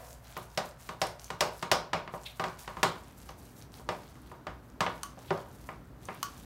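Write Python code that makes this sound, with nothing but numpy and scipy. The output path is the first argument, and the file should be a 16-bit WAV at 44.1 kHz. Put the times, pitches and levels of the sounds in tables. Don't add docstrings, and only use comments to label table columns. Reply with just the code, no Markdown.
import sys
import numpy as np
from scipy import signal
from scipy.fft import rfft, irfft, next_fast_len
from scipy.io import wavfile
from scipy.ndimage import uniform_filter1d, map_coordinates

SR = 44100
rng = np.random.default_rng(int(sys.argv[2]) if len(sys.argv) > 2 else 0)


def bounce(signal):
    frames = np.transpose(np.atleast_2d(signal))
    limited = np.clip(frames, -1, 1)
    pcm = np.round(limited * 32767).astype(np.int16)
    wavfile.write(sys.argv[1], SR, pcm)


N = 284424
TIME = np.arange(N) / SR
SIZE = 32768
HZ = np.fft.rfftfreq(SIZE, 1 / SR)
STRUCK_TIME = np.arange(SIZE) / SR


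def amp(db):
    return 10 ** (np.asarray(db) / 20)


def unit(x):
    return x / np.sqrt(np.mean(x ** 2) + 1e-20)


def along(points, hz):
    f, value = np.transpose(points)
    return np.interp(np.log(hz + 1), np.log(f + 1), value)


def wobble(rate):
    knots = rng.standard_normal(int(N * rate / SR) + 4)
    return map_coordinates(knots, [TIME * rate])


def filtered(x, response):
    m = next_fast_len(N + SR // 2)
    gain = response(np.fft.rfftfreq(m, 1 / SR))
    return irfft(rfft(x, m) * gain, m)[:N]


def coloured(x, spectrum):
    return unit(filtered(x, lambda hz: amp(along(spectrum, hz))))


def add(track, s, sound):
    part = track[max(round(s * SR), 0):][:len(sound)]
    part += sound[:len(part)]


def fading_ring(start_db=-49, t60=0.99):
    spectrum = [(300, -31), (500, -9.5), (610, -7), (740, -8), (830, -31), (950, -13),
                (1200, -21.5), (4000, -33.0)]
    ring = coloured(rng.standard_normal(N), spectrum)
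    return amp(start_db - 60 * TIME / t60) * ring


# f/Hz, relative level/dB
AIR_TONE = [(25, -38), (31, -17), (39, -2.5), (54, 11.5), (75, -1.5), (130, 5.5), (175, -2), (300, -12.5),
            (690, -9.5), (1100, -11), (1500, -12.5), (2400, -23.5), (6000, -33), (10500, -50), (12900, -31),
            (15500, -42)]
# t/s, level/dB
RUMBLE_LEVEL = [(0, -69), (2.72, -70), (2.93, -52.5), (6.45, -51)]
# f/Hz, level/dB (rms)
HUM_TONES = [(59.8, -61), (108, -76), (120, -65.5), (172, -87), (248, -70), (587, -74), (958, -87)]


def background(air_db=-56, rumble_gain_db=-3):
    air = amp(air_db) * coloured(rng.standard_normal(N), AIR_TONE)
    rumble_tone = [(25, -36), (55, -1.5), (150, -9), (270, -7.0), (500, -17.5), (1500, -44)]
    rumble = coloured(rng.standard_normal(N), rumble_tone)
    rumble_db = np.interp(TIME, *np.transpose(RUMBLE_LEVEL)) + rumble_gain_db
    hum = np.zeros(N)
    for hz, db in HUM_TONES:
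        level = amp(db + wobble(3.24)) * np.sqrt(2)
        hum += level * np.sin(2 * np.pi * hz * TIME + 0.31 * wobble(2.76))
    return air + amp(rumble_db) * rumble + hum


# f/Hz, t60/s
KITCHEN_DECAY = [(100, 0.52), (260, 0.4), (700, 0.4), (1800, 0.33), (5000, 0.29), (13000, 0.2)]


def room_tail(noise, build_s=0.0042):
    hz, t, z = signal.stft(noise, SR, nperseg=256)
    decay = amp(-60 * t / along(KITCHEN_DECAY, hz)[:, None])
    tail = signal.istft(z * decay, SR, nperseg=256)[1][:SIZE]
    tail = tail * (1 - np.exp(-STRUCK_TIME / build_s))
    return tail / np.linalg.norm(tail)


def swells(rows, attack_s, release_s):
    power = np.zeros(N)
    for s, length, db in rows:
        before = np.maximum(s - TIME, 0) / attack_s
        after = np.maximum(TIME - s - length, 0) / release_s
        power += amp(db) ** 2 * np.exp(-2 * np.minimum(before + after, 20))
    return np.sqrt(power)


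def pops(rate, spread_db):
    size = amp(spread_db * np.minimum(rng.standard_exponential(N), 4))
    return (rng.random(N) < rate / SR) * size * rng.choice([-1, 1], N)


def grains(rate, length, pitch_hz, spread_db=4.5, cycles=6, octaves=.6, size=200):
    n, t = max(int(length * SR), 1), np.arange(size) / SR
    chance = rng.random((int(abs(rate) * length) + 3, 4))
    start = (chance[:, :1] * n).astype(int)
    detune = 2 * octaves * (chance[:, 1:2] - chance[:, 2:3])
    hz = np.minimum(pitch_hz * 2 ** detune, SR / 2)
    strength = amp(-spread_db * np.log(.01 + chance[:, 3:]))
    waves = strength * np.sin(2 * np.pi * hz * t) * amp(-60 * hz * t / cycles)
    places = start + np.arange(size)
    return unit(np.bincount(places.ravel(), waves.ravel(), n + size))


# f/Hz, relative level/dB
SMEAR_TONE = [(300, -34), (700, 12.5), (1300, 4), (2500, -4.5), (5000, -7), (8000, -17.5), (16000, -21)]
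# f/Hz, relative level/dB
CRACKLE_TONE = [(1000, -22), (3500, -9), (6000, 2.5), (9000, 2.5), (13000, 3.5), (16000, -2)]
# t/s, length/s, wet crackle level/dB, paste smear level/dB (relative to the crackle)
SQUELCH_EVENTS = [(0.039, 0.089, -55.5, -20), (0.249, .19, -58.5, -3), (0.5, 0.19, -61, -7),
                  (0.801, 0.1, -56.5, -7), (1.015, 0.092, -58.5, -8), (1.198, 0.09, -56.5, -7.5),
                  (1.41, 0.048, -54, -3), (1.537, 0.07, -55, -10), (2.132, 0.046, -62, -10),
                  (2.22, 0.31, -60.5, -6), (2.591, 0.05, -52, -5.5), (2.694, 0.42, -65, 1),
                  (3.172, .13, -60, -6.5), (3.387, .12, -59.5, -8), (3.563, 0.065, -59.5, -8.5),
                  (3.736, 0.063, -58, -7), (3.887, 0.23, -63.5, -1), (4.148, 0.18, -70, 1),
                  (4.634, 0.072, -77, -14), (4.9, .22, -65.5, 0.5), (5.186, 0.23, -62, -0.5),
                  (5.496, .22, -63.5, -5), (6.024, 0.5, -61.5, -1)]
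# t/s, length/s, level/dB
SQUEAK_EVENTS = [(2.26, 0.013, -43.5), (2.299, 0.011, -54), (5.28, .022, -56)]
SWELL_S, RELEASE_S = 0.012, 0.023
REST_DB = -76
RATTLE_DB, RATTLE_T60_S = -16.5, 0.42
SQUEAK_EDGE_S = 0.0044


def mash_and_rattle(smear_gain_db=-1, crackle_gain_db=-6.0, clump_db=3.5, tick_db=1, pop_hz=7800,
                    tear_db=-2, tear_hz=3600, room_db=-7):
    wet_rows = [(s, length, db) for s, length, db, _ in SQUELCH_EVENTS]
    pressed_rows = [(s, length, db + smear_db) for s, length, db, smear_db in SQUELCH_EVENTS]
    rattle_rows = [(s + SWELL_S * 2, 0, db + RATTLE_DB) for s, db, *_ in KNOCK_EVENTS]
    wet = swells(wet_rows, SWELL_S, RELEASE_S) + amp(REST_DB)
    pressed = swells(pressed_rows, SWELL_S, RELEASE_S)
    rattle = swells(rattle_rows, SWELL_S / 2, RATTLE_T60_S / np.log(1000))

    stream_level = np.hypot(amp(smear_gain_db) * pressed, rattle) * amp(0.87 * wobble(36))
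    smear_and_rattle = stream_level * coloured(pops(rate=4400, spread_db=0), SMEAR_TONE)
    tearing = amp(tear_db) * pressed * grains(1100, N / SR, tear_hz)[:N]
    fizz = amp(clump_db * wobble(70)) * coloured(pops(rate=2800, spread_db=2.0), CRACKLE_TONE)
    ticks = amp(tick_db) * grains(380, N / SR, pop_hz, spread_db=5, cycles=8)[:N]
    crackle = amp(crackle_gain_db) * wet * (fizz + ticks)
    rub_tone = [(1200, -25), (1900, -9), (3500, 0), (4400, -7), (6000, -21)]
    rub = coloured(pops(rate=4500, spread_db=1), rub_tone)
    squeak = swells(SQUEAK_EVENTS, SQUEAK_EDGE_S, SQUEAK_EDGE_S) * rub

    dry = smear_and_rattle + tearing + crackle + squeak
    room = signal.fftconvolve(dry, room_tail(rng.standard_normal(SIZE)))[:N]
    return dry + amp(room_db) * room


def shaped(burst, gain, size=400):
    z = rfft(burst, SIZE)
    broad = np.sqrt(np.abs(uniform_filter1d(np.abs(z) ** 2, size)))
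    cepstrum = irfft(np.log(np.maximum(gain / broad, 1e-6)))
    cepstrum[1:SIZE // 2] *= 2
    cepstrum[SIZE // 2 + 1:] = 0
    return irfft(z * np.exp(rfft(cepstrum)))


def strike(noise, t60, rise_s, room_db):
    direct = noise[0] * amp(-60 * STRUCK_TIME / t60) * (1 - np.exp(-STRUCK_TIME / rise_s))
    return direct / np.linalg.norm(direct) + amp(room_db) * room_tail(noise[1])


def damped(hz, t60, rise_s=0.0023):
    wave = np.sin(2 * np.pi * (hz * STRUCK_TIME + rng.random()))
    return wave * amp(-60 * STRUCK_TIME / t60) * (1 - np.exp(-STRUCK_TIME / rise_s))


# f/Hz, relative level/dB
BARE_BLOW_TONE = [(30, -30), (110, 0), (185, -0.5), (270, -7), (370, -2), (600, -3), (830, -4), (950, 3.5),
                  (1300, -1.15), (2100, -5), (3900, -8), (4600, -9.5), (5450, -11), (6100, -11),
                  (8500, -15), (9600, -21), (12500, -21), (15500, -28)]
# f/Hz, share of the blow's boom (0-1)
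BOOM_SHARES = [(370, 0.09), (600, 1), (830, 0.7), (950, 0), (4600, 0.25), (5450, 0.84), (6100, 0.03)]
THUD_HZ, THUD_FOLLOWS, USUAL_BLOW_DB = 420, 0.87, -37.5


def blow_colour(hz, db, boom_db, cutoff, slope):
    thud = (THUD_FOLLOWS - 1) * (db - USUAL_BLOW_DB) / (1 + (hz / THUD_HZ) ** 4)
    dulling = slope * np.log2(np.maximum(hz / cutoff, 1))
    return along(BARE_BLOW_TONE, hz) + thud + boom_db * along(BOOM_SHARES, hz) - dulling


# f/Hz, level/dB (against the whole dense response), t60/s
POT_MODES = [(168.8, -24.5, 0.31), (370, -26.5, 0.42), (501.5, -27.5, 0.26), (594, -26.5, 0.38),
             (623.2, -22.5, 0.14), (773.7, -19, 0.14), (943.5, -27, 0.32), (1048, -29, 0.29),
             (1105, -26.5, 0.25), (1216, -21.5, 0.2), (1466, -31, 0.44), (1580, -45, 0.16),
             (1986, -24, 0.1), (2176, -29, 0.25), (2896, -23.5, 0.16), (3600, -55, 0.37),
             (4640, -21, 0.071), (5420, -30, 0.17), (5270, -38, 0.31), (8530, -21, 0.21)]


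def pot_ring(colour):
    ring = np.zeros(SIZE)
    for hz, db, t60 in POT_MODES:
        mode = damped(hz, t60)
        drive_db = np.interp(hz, HZ, colour)
        ring += amp(db + drive_db) * mode / np.linalg.norm(mode)
    return ring


# cut-off f/Hz, treble lost above it/dB per octave
KNOCK_EVENTS = [(0.367, -42, 1.5, 1070, 4), (0.5746, -36.5, 11, 1100, 0.6), (0.8902, -41.5, 0, 1090, 3.5),
                (1.0162, -35.5, 11, 1100, 0), (1.303, -40, -0.5, 1000, 2.5), (1.407, -31.5, 9, 1100, -0.4),
                (1.6258, -38, 1, 1000, 2), (1.7148, -28.5, 8.5, 1100, 0), (1.9319, -32.5, 4.5, 2000, 5.5),
                (2.0764, -47, 0, 2310, 11.5), (2.138, -41.5, 5, 1030, 10.5), (2.396, -35, 3.5, 1200, 5.5),
                (2.439, -36.5, 1.5, 1710, 5.5), (2.677, -43, -0.5, 1410, 4.5), (2.769, -42, -4, 1000, 6.5),
                (2.83, -26.5, 1, 1600, 1.5), (3.2917, -54, 8, 2000, 3.5), (3.796, -55.5, 3.5, 1000, 11),
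                (3.889, -35.5, 6, 1210, 4.5), (4.154, -59.5, -11, 1000, 5), (4.3145, -48, -3.5, 990, 10),
                (4.4679, -42.5, 3, 1500, 6.5), (4.8056, -30, -1, 1400, 3), (4.864, -37, 3.5, 2980, 16),
                (5.172, -53.5, 7.5, 1000, 15), (5.3051, -35, 7, 1410, 8.5), (5.4585, -56, 4, 1000, 9),
                (5.689, -45, 3.5, 2240, 22), (6.086, -43, 3.5, 2330, 20)]


def knocks(gain_db=45, crack_db=1, alike=0.27):
    out = np.zeros(N)
    same_pot = rng.standard_normal((2, SIZE))
    low = 1 / np.sqrt(1 + (HZ / 1050) ** 6)
    for s, db, boom_db, cutoff, slope in KNOCK_EVENTS:
        noise = np.sqrt(alike) * same_pot + np.sqrt(1 - alike) * rng.standard_normal((2, SIZE))
        life = np.interp(db, [-42, -30], [.018, .036])
        boom = strike(noise, t60=2.1 * life, rise_s=.0003, room_db=-.5)
        crack = amp(crack_db) * strike(noise, t60=life, rise_s=0.00043, room_db=-5.5)
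        burst = irfft(rfft(boom) * low + rfft(crack) * (1 - low))
        colour = blow_colour(HZ, db, boom_db, cutoff, slope)
        add(out, s, amp(db + gain_db) * (shaped(burst, amp(colour)) + pot_ring(colour)))
    return out


def resonances(modes):
    power = 1
    for hz, width, db in modes:
        power = power + amp(db) ** 2 / (1 + (2 * (HZ - hz) / width) ** 2)
    return np.sqrt(power)


# f/Hz, width/Hz, level/dB (over a flat response, then normalised)
MASHER_PEAKS = [(1140, 130, 37.5), (1370, 92, 9), (2990, 240, 23), (4450, 410, 18), (6200, 560, 15.5),
                (9000, 450, 7), (12200, 1100, 3.5)]
# f/Hz, level/dB (relative to the event's ring), t60/s
FRAME_MODES = [(1134, 3.5, 0.23), (1276, -3, 0.14), (1445, -4, 0.22), (3080, -8, 0.17)]
# body/dB, ping/dB, top/dB
CLICK_AND_SNAP_EVENTS = [(0.375, -42, -7, 13, 20), (1.068, -34, -20, 14.5, -4), (1.2435, -27.5, -28, 0, -7),
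                         (3.29, -37, -9.5, -10, -14), (5.0324, -23, -10.5, 9.5, -2),
                         (6.054, -34, -30, 8, -19), (6.229, -18, -9, 2, 4)]


def clicks_and_snaps(gain_db=21, ring_db=-14):
    out, masher = np.zeros(N), unit(resonances(MASHER_PEAKS))
    for s, db, body, ping, top in CLICK_AND_SNAP_EVENTS:
        burst = strike(rng.standard_normal((2, SIZE)), t60=0.014, rise_s=.0001, room_db=-8.5)
        colour = [(200, body - 16), (1200, body + 2), (3000, body + 3), (6000, 1.5),
                  (9500, ping), (14000, top)]
        add(out, s, amp(db + gain_db) * shaped(burst, masher * amp(along(colour, HZ))))
        for hz, level, t60 in FRAME_MODES:
            add(out, s, amp(db + body + ring_db + level) * damped(hz, t60))
    return out


# t/s, level/dB
ROCK_EVENTS = [(2.831, -38), (3.891, -69), (5.307, -29.5)]
# f/Hz, level/dB (relative to the push), t60/s
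GRATE_MODES = [(157, -2.5, 0.24), (365.5, 5.5, 0.137), (394, 1.5, 0.25), (566, -5.5, 0.42)]


def grate():
    out = np.zeros(N)
    for s, db in ROCK_EVENTS:
        for hz, level, t60 in GRATE_MODES:
            add(out, s, amp(db + level) * damped(hz, t60, rise_s=0.0044))
    return out


def scene():
    struck = knocks() + grate() + clicks_and_snaps()
    return (struck + mash_and_rattle() + fading_ring() + background())[None]


def record(dry, top_hz=15800):
    return filtered(dry[0], lambda hz: hz < top_hz)[None]


dry = scene()
out = record(dry)
bounce(out)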